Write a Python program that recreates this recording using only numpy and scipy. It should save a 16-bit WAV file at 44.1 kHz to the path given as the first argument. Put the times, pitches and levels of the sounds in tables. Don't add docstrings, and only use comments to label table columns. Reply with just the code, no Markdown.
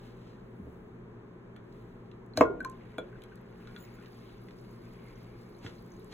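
import sys
import numpy as np
from scipy import signal
from scipy.fft import rfft, irfft
from scipy.io import wavfile

SR = 44100
rng = np.random.default_rng(int(sys.argv[2]) if len(sys.argv) > 2 else 0)


def unload_wav(signal):
    wavfile.write(
        sys.argv[1],
        SR,
        np.round(np.clip(np.atleast_2d(signal).T, -1, 1) * 32767).astype(np.int16),
    )


N = 270333
TIME = np.arange(N) / SR
FREQS = np.maximum(np.fft.rfftfreq(N, 1 / SR), 1)
CUTOFF_HZ = 15900
SIDES = np.array([[1], [-1]])


# (time [s], body level [dB], glass level [dB], contact cut-off [Hz],
# spray level [dB], place [0 middle of the base, 1 near the wall])
BALL_BLOWS = [(2.374, -16, -35, 820, -36, 0), (2.4088, 1, -15.5, 6000, -44.5, 0),
              (2.9827, -18.5, -15.5, 720, -58, 0.97)]
# (frequency [Hz], level [dB], T60 [s])
JAR_MODES = [(70, -30, 0.17), (178, -41, 0.08), (333.3, -7, 0.038), (372, -24, 0.3), (450.3, -25.5, 0.19),
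             (481.5, -10, 0.067), (664, -6, 0.027), (637, -21, 0.098), (713, -38.5, 0.43),
             (966, -18, 0.046), (1044, -13, 0.064), (1119, -12.5, 0.048), (1257, -31, 0.13),
             (1550, -17.5, 0.019), (1860, -35, 0.086), (2156, -26.5, 0.049), (2190, -50.5, 0.33),
             (2600, -27.5, 0.032)]
def ball(spray_rise_s=0.0057, spray_t60=0.058, body_top_hz=3100):
    body = glass = spray = 0
    hiss = band(rng.standard_normal(N), 1200, "high")
    for s, body_db, glass_db, contact_hz, spray_db, place in BALL_BLOWS:
        for hz, db, t60 in JAR_MODES:
            softening = np.hypot(1, (hz / contact_hz) ** 3)
            body += from_db(body_db + db) / softening * ring(s, hz, t60, rise_cycles=1)
        glass += from_db(glass_db) * glass_wall(s, place)
        spray += from_db(spray_db) * hiss * swell(age(s - spray_rise_s), spray_rise_s, spray_t60)
    return band(body, body_top_hz, "low", order=4) + glass + spray


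# (frequency [Hz], level struck mid-base [dB], level struck near the wall [dB], T60 [s])
GLASS_MODES = [(1443, -38, -17, 0.039), (1535, -37, -22.5, 0.016), (2230, -48, -40, 0.096),
               (2345, -37, -24.5, 0.055), (3334, -38, -38, 0.19), (3420, -43, -24, 0.075),
               (4000, -45, -40, 0.049), (5500, -26.5, -61, 0.063), (6580, -39, -42, 0.047),
               (7260, -33, -47, 0.098), (9000, -49, -32, .03), (10150, -38, -43, 0.044),
               (10700, -45, -47, .035), (15300, -46, -48, .025)]
def glass_wall(s, place):
    return sum(from_db((1 - place) * middle_db + place * wall_db) * ring(s, hz, t60, rise_cycles=0.31)
               for hz, middle_db, wall_db, t60 in GLASS_MODES)


# (peak time [s], level [dB], 20 dB rise [s], 20 dB fall [s])
SPLASH_SURGES = [(2.379, -30.5, 0.015, 0.037), (2.41, -27.5, 0.014, 0.023)]
# (frequency [Hz], gain [dB])
SPLASH_SPECTRUM = [(150, 28.5), (500, -0.5), (1100, -4.5), (1800, -9), (3000, -12), (4400, -12),
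                   (7000, -10), (8500, -24), (11000, -21.5), (15000, -15)]
def plunge(froth_db=-22, froth_fall_s=0.085):
    swarm = grains(per_s=9000, spread_db=3, low_hz=250, high_hz=15000, t60_cycles=7)
    swarm = rms_one(coloured(band(swarm, 1800, "high", order=1), SPLASH_SPECTRUM))
    splashes = [from_db(db) * (surge(s, rise, fall) + from_db(froth_db) * surge(s, rise, froth_fall_s))
                for s, db, rise, fall in SPLASH_SURGES]
    return np.max(splashes, axis=0) * swarm


# (time [s], level [dB], spectral tilt [dB/octave])
SURFACE_HITS = [(2.373, -26.5, 4.5), (2.6039, -31, -11), (2.6472, -29, -5), (3.128, -46.5, -23),
                (3.155, -49, -19), (3.32, -44.5, -13), (3.376, -51, -6)]
# (frequency [Hz], level [dB], T60 [s])
SURFACE_MODES = [(1535, 3, 0.022), (2346, -9.5, 0.034), (2700, -15, .015), (4170, 0, 0.01),
                 (5080, -8, 0.015), (6340, -14, 0.02), (8320, -18, 0.01)]
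def drips():
    lowest_hz = SURFACE_MODES[0][0]
    return sum(from_db(db + mode_db + tilt * np.log2(hz / lowest_hz)) * ring(s, hz, t60, rise_cycles=2)
               for s, db, tilt in SURFACE_HITS for hz, mode_db, t60 in SURFACE_MODES)


# (time [s], frequency [Hz], level [dB], T60 [s])
SHORT_TONES = [(2.3357, 4100, -46, 0.017), (2.3755, 623, -29, 0.082), (2.4315, 470, -35, 0.044),
               (2.439, 1060, -24, 0.016), (2.451, 1416, -37.5, 0.32), (2.461, 395, -25.5, 0.055),
               (2.498, 386, -15.5, 0.056), (2.524, 366, -28, .06), (2.6065, 1514, -32, 0.046),
               (2.6504, 1043, -33.5, 0.21), (2.728, 1038, -51, 0.16), (2.984, 548, -43.5, 0.23),
               (3.008, 423, -33, 0.043), (3.035, 354, -35.5, 0.16), (3.04, 552, -40, 0.078),
               (4.835, 1544, -59.5, .12), (5.072, 2110, -57, 0.069)]
def ringing_tones(wobble_db=2.1):
    rings = sum(from_db(db) * ring(s, hz, t60, rise_cycles=1.94, glide=0.0068, sag=0.053)
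                for s, hz, db, t60 in SHORT_TONES)
    return rings * from_db(wobble_db * drift(60))


def churn(start_s=2.42, db=-38, t60=0.12):
    swarm = grains(per_s=260, spread_db=2, low_hz=400, high_hz=1700, t60_cycles=35,
                   favour=lambda hz: 1 / np.sqrt(hz))
    return from_db(db) * swell(age(start_s), 0.01, t60) * swarm


# (frequency [Hz], gain [dB])
FIZZ_SPECTRUM = [(1600, -22), (2300, 0.5), (3200, 1), (4200, 2), (4850, 8), (5400, -2), (6000, -4),
                 (6400, -2.5), (7300, -8.5), (8400, -8), (9500, -4.5), (11000, -4.5), (15000, -5.5)]
def fizz(wet_s=2.7, trickle_db=-90.5, stream_db=-87, waver_db=-1.5):
    cloud = grains(per_s=8000, spread_db=2.2, low_hz=1500, high_hz=15500, t60_cycles=9)
    cloud = coloured(band(cloud, 10800, "high", order=1), FIZZ_SPECTRUM)
    cloud = rms_one(band(cloud, 1700, "high"))
    snaps = grains(per_s=30, spread_db=2.8, low_hz=4500, high_hz=15000, t60_cycles=22, favour=np.sqrt)
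    flow = from_db(trickle_db) * (TIME > wet_s) + from_db(stream_db) * plume()
    return flow * from_db(waver_db * drift(8.2)) * (from_db(10) * cloud + from_db(1) * snaps)


def plume(arrival_s=3.64, build_s=0.17):
    return 0.5 + 0.5 * np.tanh((TIME - arrival_s) / build_s)


# (time [s], level [dB], lower band edge [Hz], upper band edge [Hz])
BRIGHT_TICKS = [(1.5645, -57, 3600, 12800), (2.262, -59, 6040, 14500), (2.374, -36, 4200, 15000),
                (2.3755, -33, 4200, 10000), (2.6044, -47, 4160, 13000), (2.628, -55, 6500, 13000),
                (2.648, -35.5, 3970, 10700), (2.6972, -42, 5000, 10400), (2.716, -58, 2520, 14600),
                (3.219, -53, 4200, 13800), (3.237, -49, 4260, 14000), (3.356, -49, 3780, 13800),
                (4.369, -64, 7900, 15500), (4.417, -57, 9000, 12000), (4.4365, -55, 12000, 15500),
                (4.4576, -57, 11000, 15000), (4.6112, -55, 8000, 14000), (4.713, -54, 12500, 15250),
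                (4.9315, -54, 12100, 15500), (5.042, -60, 11000, 15500), (5.0625, -57, 9000, 11500),
                (5.2305, -54, 12000, 15000), (5.4937, -55, 10000, 15300), (5.584, -56, 5500, 14000),
                (5.824, -54, 9000, 15000), (5.953, -67, 10000, 14500)]
def ticks(gain_db=1, rise_s=0.00099, t60=0.0087):
    out, t = np.zeros(N + SR), TIME[:SR // 20]
    for s, db, low_hz, high_hz in BRIGHT_TICKS:
        crack = rms_one(band(rng.standard_normal(len(t)), [low_hz, high_hz], "band"))
        first = int(s * SR)
        out[first:first + len(t)] += from_db(db + gain_db) * swell(t, rise_s, t60) * crack
    return out[:N]


# (time [s], level [dB], centre frequency [Hz])
DULL_SNAPS = [(1.562, -45, 2000), (1.724, -59, 4000), (2.114, -51, 2840), (3.219, -46.5, 2800),
              (3.237, -44.5, 2560), (3.672, -42.5, 2700), (3.762, -41, 2960), (4.059, -47.5, 2920),
              (4.485, -45, 2300), (4.508, -49.5, 2550), (4.647, -54, 2870), (5.6633, -35, 2380)]
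def pops(rise_s=0.001, t60=0.014, edge_ratio=1.5):
    noise, out = rng.standard_normal(N), 0
    for s, db, hz in DULL_SNAPS:
        snap = rms_one(band(noise, [hz / edge_ratio, hz * edge_ratio], "band"))
        out += from_db(db) * snap * swell(age(s), rise_s, t60)
    return out


# (time [s], starting frequency [Hz], level [dB])
OPENING_BUBBLES = [(4.368, 4400, -57), (5.156, 5640, -52.5), (5.374, 4650, -59), (5.548, 3860, -51),
                   (5.752, 6170, -56), (5.782, 4000, -49), (5.878, 12100, -57), (5.918, 5900, -45.5),
                   (5.965, 6200, -53.5), (6.0, 3620, -51), (6.045, 11500, -59)]
def chirps():
    return sum(from_db(db) * ring(s, hz, t60=0.016, rise_cycles=9.4, glide=0.21)
               for s, hz, db in OPENING_BUBBLES)


# (peak time [s], level [dB], typical frequency [Hz], Gaussian half length [s])
BUBBLE_SWARMS = [(2.905, -68, 1840, 0.25), (3.197, -69.5, 1500, 0.34), (3.786, -67, 1930, 0.23),
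                 (4.037, -63.5, 1570, 0.036), (4.26, -69, 3500, 0.092), (4.87, -83, 1650, 0.04),
                 (5.104, -70.5, 2100, 0.24)]
def gurgle(stray_db=-83, stray_hz=3130, width_octaves=0.75):
    gains = [from_db(db) * bell(s, half) for s, db, _, half in BUBBLE_SWARMS]
    gains.append(from_db(stray_db) * plume())
    pitches = [hz for _, _, hz, _ in BUBBLE_SWARMS] + [stray_hz]
    power = np.square(gains) + 1e-18
    centre = np.log2(pitches) @ power / power.sum(0)
    large = grains(per_s=550, spread_db=1.7, low_hz=1350, high_hz=4000, t60_cycles=45,
                   favour=lambda hz: np.sqrt(hz) / (1 + ((np.log2(hz) - centre) / width_octaves) ** 2))
    return np.sqrt(power.max(0)) * large


# (middle time [s], half length [s], level [dB])
GAS_SPURTS = [(3.816, 0.038, -59), (3.945, 0.012, -64)]
# (frequency [Hz], bandwidth [Hz], level [dB])
PORE_WHISTLES = [(6980, 290, -15), (10700, 350, -21), (13600, 250, -17), (15280, 150, -9)]
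def squeal(hiss_db=-13, sputter_db=2):
    jet = rng.standard_normal(N)
    whistles = sum(from_db(db) * rms_one(band(jet, [hz - width / 2, hz + width / 2], "band"))
                   for hz, width, db in PORE_WHISTLES)
    hiss = from_db(hiss_db) * band(jet, 3000, "high")
    spurts = sum(from_db(db) / (1 + ((TIME - s) / half) ** 6) for s, half, db in GAS_SPURTS)
    return spurts * from_db(sputter_db * drift(40)) * (whistles + hiss)


# (frequency [Hz], level [dB], T60 [s])
FOAM_MODES = [(1553, -21, 0.034), (2146, 1, 0.035), (2270, -3, 0.052)]
def simmer(bursts_per_s=900, dome_s=5.17, dome_db=-80, steady_db=-81):
    bursts = rng.standard_normal(N) * (rng.random(N) < bursts_per_s / SR)
    jar = sum(from_db(db) * ring(0, hz, t60, rise_cycles=1) for hz, db, t60 in FOAM_MODES)[:SR // 4]
    level = from_db(dome_db) * bell(dome_s, half_s=0.21) + from_db(steady_db) * plume()
    return level * rms_one(signal.fftconvolve(bursts, jar)[:N])


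# (time [s], level [dB])
GLASS_KNOCKS = [(1.5645, -32), (3.673, -31), (3.763, -25), (3.986, -32), (5.664, -27.5)]
def taps(top_hz=2070):
    knocks = np.zeros(N)
    for s, db in GLASS_KNOCKS:
        knocks[int(s * SR)] = from_db(db)
    glass = glass_wall(0, place=0.86)[:SR // 4]
    return band(signal.fftconvolve(knocks, glass)[:N], top_hz, "low")


# (time [s], frequency [Hz], level [dB], T60 [s])
BENCH_BUMPS = [(0.596, 189.4, -33, 0.11), (0.609, 70, -40.5, 0.29), (0.67, 356, -26, 0.011),
               (2.6, 228, -39, 0.045), (5.649, 125, -21, 0.02), (5.647, 360, -28.5, 0.021)]
# (peak time [s], level [dB], 20 dB rise [s], 20 dB fall [s], relative hiss level [dB])
HAND_STROKES = [(.06, -64, 0.23, 0.21, -13), (.29, -67, 0.52, 0.24, -46), (.72, -79.5, 0.64, 0.35, 0.5),
                (1.77, -73.5, 0.24, 0.64, -8), (5.652, -51, 0.043, 0.096, -35),
                (6.13, -46.5, 0.024, .1, -38)]
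# (frequency [Hz], gain [dB])
BRUSH_SPECTRUM = [(500, 3.5), (1400, -2), (3000, -0.5), (4500, -3.5), (7000, -12), (15000, -31)]
def handling(hiss_low_hz=7000):
    bumps = sum(from_db(db) * ring(s, hz, t60, rise_cycles=0.67) for s, hz, db, t60 in BENCH_BUMPS)
    friction = rng.standard_normal(N) * from_db(1.4 * drift(180))
    brush = band(rms_one(coloured(friction, BRUSH_SPECTRUM)), 430, "high")
    hiss = rms_one(band(friction, hiss_low_hz, "high"))
    strokes = np.array([from_db(db) * surge(s, rise, fall) for s, db, rise, fall, _ in HAND_STROKES])
    hiss_shares = from_db([hiss_db for *_, hiss_db in HAND_STROKES])
    return bumps + strokes.max(0) * brush + hiss_shares @ strokes * hiss


# (frequency [Hz], spectral level [dB])
AIR_SPECTRUM = [(28, -66), (50, -74), (90, -86), (150, -80.5), (210, -73.5), (290, -80.5), (400, -74),
                (680, -92), (1100, -91), (1700, -94.5), (2600, -104.4), (4200, -114.1), (8000, -124.7),
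                (15000, -130.9)]
# (frequency [Hz], bandwidth [Hz], gain [dB])
CAVITY_RESONANCES = [(352, 20, 4), (657, 25, 6), (727, 32, 3), (814, 31, 5.5), (955, 32, 4.5),
                     (1052, 45, 6), (1213, 47, 2.5), (1426, 29, -3), (2260, 79, 2)]
# (frequency [Hz], level [dB])
HUM_TONES = [(120, -55), (178.7, -59.5), (229.7, -61.5), (66, -88.5)]
def ventilation(air_db=-1.75, waver=0.41, wander_rad=0.68):
    hollow_db = sum(db / (1 + (2 * (FREQS - hz) / width) ** 2) for hz, width, db in CAVITY_RESONANCES)
    air = irfft(rfft(diffuse(N)) * from_db(hollow_db), N)
    air = coloured(air, AIR_SPECTRUM) * np.sqrt(SR / 2) * from_db(air_db)
    hum = 0
    for hz, db in HUM_TONES:
        amplitude = from_db(db) * np.sqrt(2) * (1 + waver * drift(20.4))
        hum += amplitude * np.sin(2 * np.pi * hz * TIME + wander_rad * drift(5.8))
    return band(air + hum, 46, "high") * from_db(0.5 * SIDES)


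# (frequency [Hz], T60 [s])
ROOM_DECAY = [(100, 1), (400, 0.64), (1200, 0.31), (4000, 0.25), (12000, 0.05)]
def room(x, build_s=0.0032, wall_hz=3000):
    t, tail = TIME[:SR], 0
    noise = rfft(diffuse(SR, width=1.16))
    octave = np.log2(np.clip(np.arange(noise.shape[1]), 64, 16384))
    bench = 4.15 * swell(t, build_s, 0.099)
    for k in range(6, 15):
        part = irfft(noise * np.maximum(1 - np.abs(octave - k), 0), SR)
        tail += part * (swell(t, build_s, at_hz(ROOM_DECAY, 2 ** k)) + bench)
    tail = band(rms_one(tail) / np.sqrt(SR), wall_hz, "low", order=1)
    return signal.fftconvolve(x[None], tail, axes=1)[:, :N]


# (frequency [Hz], left-right correlation [-1 to 1])
FIELD_COHERENCE = [(60, 1), (130, 0.97), (290, 0.87), (640, 0.22), (1400, 0.3), (2200, -0.37),
                   (3100, -0.61), (5000, -0.64)]
def diffuse(size, width=1):
    mid, side = rfft(rng.standard_normal((2, size)))
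    alike = np.clip(at_hz(FIELD_COHERENCE, 1 + width * np.fft.rfftfreq(size, 1 / SR)), -1, 1)
    return irfft(np.sqrt(1 + alike) * mid + np.sqrt(1 - alike) * side * SIDES, size) / np.sqrt(2)


def ring(start, hz, t60, rise_cycles, glide=0, sag=0, sag_s=0.0022):
    out, first = np.zeros(N), int(start * SR)
    t = np.maximum(TIME[first:first + int(min(2 * t60, 1) * SR)] - start, 0)
    gliding = t * (1 + glide * np.minimum(t / t60, 2))
    settling = sag * sag_s * (1 - np.exp(-t / sag_s))
    tone = np.sin(2 * np.pi * hz * (gliding + settling))
    out[first:first + len(t)] = swell(t, rise_cycles / hz, t60) * tone
    return out


def grains(per_s, spread_db, low_hz, high_hz, t60_cycles, count=24, favour=None):
    sizes = from_db(spread_db * np.minimum(rng.exponential(1, N), 5)) * rng.choice([-1, 1], N)
    clicks = sizes * (rng.random(N) < per_s / SR)
    resonator, out = rng.integers(0, count, N), 0
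    for k, hz in enumerate(np.geomspace(low_hz, high_hz, count)):
        radius, angle = np.exp(-np.log(1000) * hz / (t60_cycles * SR)), 2 * np.pi * hz / SR
        drive = clicks * (resonator == k) * (favour(hz) if favour else 1)
        out += signal.lfilter([1, 0, -1], [1, -2 * radius * np.cos(angle), radius ** 2], drive + 1e-18)
    return rms_one(out)


def swell(t, rise, t60):
    return (1 - np.exp(-t / rise)) * np.exp(-np.minimum(np.log(1000) * t / t60, 20))


def surge(s, rise_s, fall_s):
    return 10 ** -np.minimum(np.maximum((s - TIME) / rise_s, (TIME - s) / fall_s), 10)


def bell(s, half_s):
    return np.exp(-0.5 * ((TIME - s) / half_s) ** 2)


def age(start):
    return np.maximum(TIME - start, 0)


def drift(rate_hz):
    return rms_one(irfft(rfft(rng.standard_normal(N)) / (1 + (FREQS / rate_hz) ** 2), N))


def band(x, hz, kind, order=2):
    return signal.sosfilt(signal.butter(order, hz, kind, fs=SR, output="sos"), x + 1e-18)


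def coloured(x, spectrum):
    return irfft(rfft(x) * from_db(at_hz(spectrum, FREQS)), N)


def at_hz(points, hz):
    frequencies, values = np.transpose(points)
    return np.interp(np.log(hz), np.log(frequencies), values)


def rms_one(x):
    return x / np.sqrt(np.mean(x ** 2) + 1e-20)


def from_db(db):
    return 10 ** (np.asarray(db) / 20)


def scene():
    drop = ball() + plunge()
    water = drips() + ringing_tones() + churn()
    small = ticks() + chirps() + taps() + pops() + handling() + fizz() + gurgle() + simmer() + squeal()
    echo = room(from_db(-4.5) * drop + from_db(-7.0) * water + from_db(-1.0) * small)
    return drop + water * from_db(1.0 * SIDES) + small * from_db(0.27 * SIDES) + echo + ventilation()


def record(dry, merge_hz=3500, lag_from_hz=2790, lag_s=0.000237):
    left, right = rfft(dry)
    merge_angle = np.clip((FREQS - merge_hz) / 1100, 0, 1) * np.pi / 2
    right = np.cos(merge_angle) * right + np.sin(merge_angle) * left
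    right *= np.exp(-2j * np.pi * np.maximum(FREQS - lag_from_hz, 0) * lag_s)
    low_pass = 1 / np.sqrt(1 + (FREQS / CUTOFF_HZ) ** 120)
    return irfft(np.array([left, right]) * low_pass, N)


dry = scene()
out = record(dry)
unload_wav(out)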